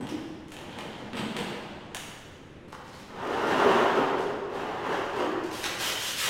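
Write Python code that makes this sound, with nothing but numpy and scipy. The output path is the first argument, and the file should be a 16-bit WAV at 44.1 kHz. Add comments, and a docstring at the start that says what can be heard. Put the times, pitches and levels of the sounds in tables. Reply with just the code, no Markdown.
"""A cleaner at work in a hard, tiled washroom, heard in mono from a few metres away.
First he screws the cap onto a plastic canister: the thread grates, the walls boom, the cap snaps tight.
He takes a long-handled brush, its wood knocking on a bucket of water, and pushes the bucket along with it:
the base scrapes, the tub booms, the water gulps, and his soles slap over the wet floor. Last he scrubs in
short, hissing strokes that end in a swish of water. It all rings on in the room over a low rush of air."""
import sys
import numpy as np
from scipy import signal
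from scipy.fft import rfft, irfft
from scipy.io import wavfile

SR = 44100
rng = np.random.default_rng(int(sys.argv[2]) if len(sys.argv) > 2 else 0)


def wav_record(signal):
    """Record a signal, one row per channel, as 16-bit PCM in the file named by sys.argv[1]."""
    frames = np.transpose(np.atleast_2d(signal))
    bounded = np.clip(frames, -1, 1)
    # unit amplitude maps onto the largest positive 16-bit level
    quanta = np.round(bounded * 32767).astype(np.int16)
    wavfile.write(sys.argv[1], SR, quanta)


N = 277389
T = np.arange(N) / SR


def canister():
    """The cap grates on its thread, flexes the hollow walls and clicks as it tightens."""
    # twists of the cap: t/s, level/dB, time to full force/s
    turns = [(0.0, -30, 0.004), (0.522, -38.5, .09), (0.69, -34, 0.11), (0.92, -39, 0.089),
             (1.119, -28, 0.054), (1.329, -29.5, 0.058), (1.421, -67, 0.024)]
    # clicks and creaks of the cap: t/s, level/dB, treble share/dB, decay/s
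    clicks = [(0.07, -10, -14, 0.0026), (0.0915, -10, -9, 0.0098), (0.483, -23.5, -3, .001),
              (0.5187, -10.5, -6.5, 0.0036), (0.567, -11, -11, 0.0015), (0.694, -17, -26, 0.0023),
              (0.727, -12, -22, .003), (0.787, -6, -13, 0.0017), (0.932, -14.5, -25, 0.0018),
              (1.1324, -6.5, -19, 0.0032), (1.169, 0.5, -17, .02), (1.3658, 1, -13, 0.0047),
              (1.4, -6, -15, 0.0091), (1.9474, -1, -4, 0.0027)]
    # bumps on the canister: t/s, level/dB, f/Hz
    bumps = [(0.002, -1.5, 248), (0.03, -1.5, 123), (0.122, 3, 309), (1.133, -2, 222), (1.195, 1, 202),
             (1.43, -6, 189)]
    # hollow ring of the walls: f/Hz, level/dB, t60/s
    wall_modes = [(138, -9, 0.074), (165, 0.5, 0.067), (212, 1, 0.29), (264, -1, 0.075), (292, 1, 0.025),
                  (476, -6.5, 0.15)]
    # thin ring of the cap: f/Hz, level/dB, t60/s
    cap_modes = [(8000, 0, 0.0065), (8300, -9, .007)]
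    # tone of the grating thread: f/Hz, level/dB
    thread_colour = [(70, -48), (300, 6.5), (520, 2), (850, 3.5), (1250, -6), (1750, -7.5), (2300, -12),
                     (3100, -11), (4300, -21), (8000, -24), (15000, -56.5)]
    # body of a click: f/Hz, level/dB
    click_colour = [(150, -6.5), (650, 3), (880, 7), (1150, 3), (1700, 6.5), (2300, 4.5), (3100, 8.5),
                    (4600, -3), (9000, -43.5)]
    # bright edge from the cap's stiff rim: f/Hz, level/dB
    rim_colour = [(2000, -4), (4600, 2), (6900, 11.5), (8100, 8), (9400, 8), (12000, 0), (16000, -5)]
    rub = sum(undb(db) * effort(s, rise, fall=0.058) for s, db, rise in turns)
    # from the first full twist to the last snap the hand never quite lets go
    grip = undb(-46.5) * ((T > turns[1][0]) & (T < clicks[-1][0]))
    grating = grains(rate=650, spread_db=2.0) * (rub + grip)
    thread = undb(-4.5) * colour(grating, thread_colour)
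    cap = undb(-17) * ring(grating * rub / rub.max(), cap_modes)  # sings on the hardest twists
    walls = undb(-2.5) * ring(grains(rate=570, spread_db=2.5) * rub, wall_modes)
    body, rim = np.zeros(N), np.zeros(N)
    for s, db, treble_db, decay in clicks:
        snap = undb(db) * burst(s, decay)
        body += snap
        rim += undb(treble_db) * snap
    snaps = colour(body, click_colour) + colour(rim, rim_colour)
    return thread + cap + walls + snaps + booms(bumps, t60=0.08)


def bucket():
    """The base sticks and slips over gritty tiles; the slips and the rocking water set the tub booming."""
    # pushes: t/s, level/dB, time to full speed/s, coasting/s, boom against scrape/dB
    pushes = [(3.04, -19, 0.69, 0.15, -6.5), (3.9, -32, 0.042, 0.17, -3), (4.47, -29.5, 0.1, 0.17, -13),
              (4.769, -25, 0.15, 0.061, -12), (5.109, -24.5, 0.072, 0.065, -7)]
    # water left rocking by the first shove: t/s, level/dB, rise/s, decay/s
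    rocking = (3.5, -33.5, 0.7, 0.25)
    # water gulping around the brush head: t/s, level/dB, f/Hz
    gulps = [(3.26, 1.5, 355), (3.66, 13.5, 382.4), (3.99, 3, 280), (4.12, 2, 421), (5.191, 6.5, 352),
             (5.25, 4, 324), (5.335, 4, 341)]
    # boom of the tub: f/Hz, level/dB, t60/s
    tub_modes = [(176, -8, 0.05), (280, -6, 0.049), (374.4, -2, 0.11), (407.6, 4.5, 0.097),
                 (493, -7, 0.093)]
    # tone of the scrape: f/Hz, level/dB
    scrape_colour = [(50, -26), (130, -12), (280, 1), (600, 1.5), (900, 3), (1300, -2), (1800, -6),
                     (2300, -14), (2950, -11.5), (4200, -23.5), (7000, -30.5), (10000, -38), (15000, -44)]
    s, db, rise, fall = rocking
    drive = undb(db) * effort(s, rise, fall)
    speed = np.zeros(N)
    for s, db, rise, coast, boom_db in pushes:
        push = undb(db) * effort(s, rise, coast)
        speed += push
        drive += undb(boom_db) * push
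    slips = grains(rate=2200, spread_db=4.0) * undb(2 * drift(rate=45))
    tub = ring(grains(rate=660, spread_db=0) * drive, tub_modes)
    return colour(slips * speed, scrape_colour) + tub + booms(gulps, t60=0.075)


def brush():
    """Wet bristles flick over the tiles; bearing down makes them rasp against the wooden head."""
    # strokes: t/s, length/s, bristle hiss/dB, rasp/dB
    strokes = [(5.51, .12, -43, -42), (5.625, 0.027, -45, -29.5), (5.781, .11, -34, -31.5),
               (5.982, 0.13, -37, -58), (6.163, 0.1, -30.5, -36.5)]
    # bright hiss of the bristles: f/Hz, level/dB
    bristle_colour = [(400, -31), (1500, 3.5), (2300, 2.5), (3050, 9.5), (4200, 3.5), (6500, 1.5),
                      (9000, -1.5), (14000, -7), (16000, -11)]
    # midrange rasp: f/Hz, level/dB
    rasp_colour = [(80, -36), (250, -8), (450, 3.5), (900, 5), (1600, 3.5), (2300, -1.5), (3000, 5.5),
                   (4500, -8), (12000, -44)]
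    speed = sum(undb(db) * stroke(s, length) for s, length, db, _ in strokes)
    pressure = sum(undb(db) * stroke(s, length) for s, length, _, db in strokes)
    flicks = grains(rate=5000, spread_db=2.6) * undb(0.69 * drift(rate=24))
    rasp = grains(rate=2000, spread_db=2)
    return undb(5.5) * colour(flicks * speed, bristle_colour) + colour(rasp * pressure, rasp_colour)


def wet_floor():
    """Each slap bursts the film of water into a spray of small ticks; the long ones open softly."""
    # soles, water and brush slapping the tiles: t/s, level/dB, decay/s
    slaps = [(2.679, -13.5, 0.012), (2.721, -8, 0.0098), (2.842, -3.5, 0.068), (2.92, -8.5, 0.06),
             (2.99, -7, 0.0037), (3.26, -4, 0.082), (3.465, 2, 0.02), (4.173, 0.5, 0.026),
             (4.524, -6, 0.03), (4.9, -1, 0.18), (5.16, -2, 0.022), (5.43, -2.5, 0.034),
             (5.508, 3.5, 0.0082), (5.633, 12, 0.014)]
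    # tone of the splatter: f/Hz, level/dB
    slap_colour = [(200, 0), (900, 10), (3000, 5), (4500, 3), (7000, -2), (10000, -8.5), (15000, -17)]
    spray = np.zeros(N)
    for s, db, decay in slaps:
        age = np.maximum(T - s, 0) / decay
        attack = 1 - np.exp(-age / 0.28)
        spray += undb(db) * attack * np.exp(-age) / np.sqrt(decay * SR / 2)
    return undb(-5) * colour(spray * grains(rate=2500, spread_db=6.5), slap_colour)


def swish():
    """A hard push drives a wave ahead of the brush: a band of splashing that sinks in pitch as it swells."""
    # path of the swish: t/s, level/dB, centre f/Hz
    sweep = [(6.181, -31.5, 2321), (6.24, -32, 1404), (6.29, -28, 752)]
    s, db, hz = np.transpose(sweep)
    swell = undb(np.interp(T, s, db, left=-150))
    release = np.exp(-np.maximum(T - s[-1], 0) / 0.01)
    froth = signal.sosfilt(signal.butter(5, 400, fs=SR, output="sos"), rng.standard_normal(N))
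    carrier = np.cos(2 * np.pi * np.cumsum(np.interp(T, s, hz)) / SR)
    return swell * release * unit(froth * carrier)


def handle():
    """The wooden handle taps the rim of the bucket as it is picked up."""
    # knocks: t/s, level/dB
    knocks = [(2.729, 1), (2.80, -7)]
    # dry ring of the wood: f/Hz, level/dB, t60/s
    wood_modes = [(520, -3, 0.034), (880, -8, 0.034), (1084, 7, 0.0065), (1400, -3, 0.0092),
                  (2740, -18, 0.012)]
    return undb(-7.0) * ring(blows(knocks), wood_modes)


def cap_scuff():
    """The cap scuffs briefly over the neck as it is set on."""
    return undb(-16.5) * ring(burst(0.09, decay=0.017), [(5260, 0, 0.0025)])


def room(x, patterns=5, glide_s=0.035, direct_db=-6.5):
    """The sources keep moving, so they glide from one pattern of echoes to the next."""
    place = T / glide_s
    fades = (np.sin(np.pi / 2 * np.minimum((place - k) % patterns, 2)) for k in range(patterns))
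    return undb(direct_db) * x + sum(through(x * fade, room_response()) for fade in fades)


def room_response():
    """A few hard reflections and a diffuse tail that hangs longest in the midrange."""
    # decay of the tail: f/Hz, t60/s
    room_t60 = [(100, 0.72), (400, 1.77), (1500, 1.9), (3000, 1.57), (5500, 1.49), (9000, 0.9),
                (15000, 1.06)]
    # first reflections from floor and partitions: delay/s, gain
    echoes = [(.0018, 0.046), (.0078, .13), (0.0166, 0.12), (0.022, 0.38)]
    t = T[:2 * SR]
    hz = np.fft.rfftfreq(len(t), 1 / SR)
    noise = rfft(rng.standard_normal(len(t)))
    centres = np.geomspace(100, 16000, 10)
    tail = np.zeros(len(t))
    for centre, share in zip(centres, np.eye(len(centres))):
        band = irfft(noise * over_hz(np.c_[centres, share], hz))
        tail += band * np.exp(-np.log(1000) * t / over_hz(room_t60, centre))
    tail *= 1 - np.exp(-t / 0.00064)
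    tail /= np.linalg.norm(tail)
    for delay, gain in echoes:
        tail[int(delay * rng.uniform(.9, 1.1) * SR)] += gain
    return tail


def ventilation():
    """A low, steady rush of air."""
    # tone of the air: f/Hz, level/dB
    air_colour = [(20, -2), (40, -9), (75, -0.5), (130, 1.5), (300, -2), (480, -4.5), (800, -15.5),
                  (1500, -17.5), (3000, -23), (6000, -42), (10000, -44), (16000, -63)]
    return undb(-47.5 + 0.7 * drift(rate=8.2)) * colour(rng.standard_normal(N), air_colour)


def effort(s, rise, fall):
    """Force builds up from time s, then dies away."""
    return np.clip((T - s) / rise, 0, 1) ** 1.17 * np.exp(-np.maximum(T - s - rise, 0) / fall)


def stroke(s, length, attack_s=0.022, release_s=0.024):
    """The brush speeds up, travels and stops."""
    return np.clip((T - s) / attack_s, 0, 1) * np.exp(-np.maximum(T - s - length, 0) / release_s)


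def grains(rate, spread_db):
    """Tiny random impacts, about `rate` a second, their sizes scattered by spread_db; rms 1."""
    sizes = undb(spread_db * np.minimum(rng.exponential(size=N), 4))
    return unit((rng.random(N) < rate / SR) * sizes * rng.choice([-1, 1], N))


def burst(s, decay, size=8192):
    """A sharp tick and its dying crackle, with an even spectrum and unit energy."""
    crackle = rng.standard_normal(size) ** 3 * np.exp(-T[:size] / decay)
    crackle[0] += .55 * np.linalg.norm(crackle)  # the leading tick
    spectrum = rfft(crackle)
    crack = irfft(spectrum / np.abs(spectrum))[:size // 2]
    x = np.zeros(N + size)
    x[int(s * SR):int(s * SR) + len(crack)] = crack / np.linalg.norm(crack)
    return x[:N]


def blows(hits):
    """One impulse for each knock."""
    x = np.zeros(N)
    for s, db in hits:
        x[int(s * SR)] += undb(db)
    return x


def booms(hits, t60):
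    """Each blow rings one hollow resonance at its own pitch."""
    return sum(ring(blows([(s, db)]), [(hz, 0, t60)]) for s, db, hz in hits)


def ring(x, modes):
    """Drive the damped modes of an object; it radiates little below its lowest mode."""
    t = T[:SR // 2]
    response = sum(undb(db - 60 * t / t60) * np.sin(2 * np.pi * hz * t) for hz, db, t60 in modes)
    low_cut = signal.butter(2, 1.07 * modes[0][0], "high", fs=SR, output="sos")
    return through(x, signal.sosfilt(low_cut, response))


def colour(x, curve, size=4096):
    """Minimum-phase EQ in the shape of the curve."""
    magnitude = undb(over_hz(curve, np.fft.rfftfreq(size, 1 / SR)))
    cepstrum = irfft(np.log(magnitude))
    cepstrum[1:size // 2] *= 2
    cepstrum[size // 2 + 1:] = 0
    return through(x, irfft(np.exp(rfft(cepstrum))))


def through(x, response):
    """Pass a sound through an impulse response scaled to unit energy."""
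    return signal.fftconvolve(x, response / np.linalg.norm(response))[:len(x)]


def drift(rate):
    """A random wobble with a spread near 1 and `rate` new values a second."""
    knots = rng.standard_normal(2000)
    return np.interp(T * rate, np.arange(len(knots)), knots)


def over_hz(curve, hz):
    """Read a curve on a log-frequency axis."""
    f, values = np.transpose(curve)
    return np.interp(np.log(hz + 1), np.log(f), values)


def undb(db):
    """Decibels to gain."""
    return 10 ** (np.asarray(db) / 20)


def unit(x):
    """Scale to rms 1."""
    return x / np.sqrt(np.mean(x ** 2))


def scene():
    """The cleaner's sounds share the room, over a bed of air; both channels are the same."""
    sources = cap_scuff() + canister() + handle() + bucket() + wet_floor() + brush() + swish()
    mono = undb(-2.5) * room(sources) + ventilation()
    return np.array([mono, mono])


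def record(dry):
    """A steep low-pass cuts the top above 15.8 kHz."""
    return signal.sosfilt(signal.ellip(10, .2, 70, 15800, fs=SR, output="sos"), dry)


dry = scene()
out = record(dry)
wav_record(out)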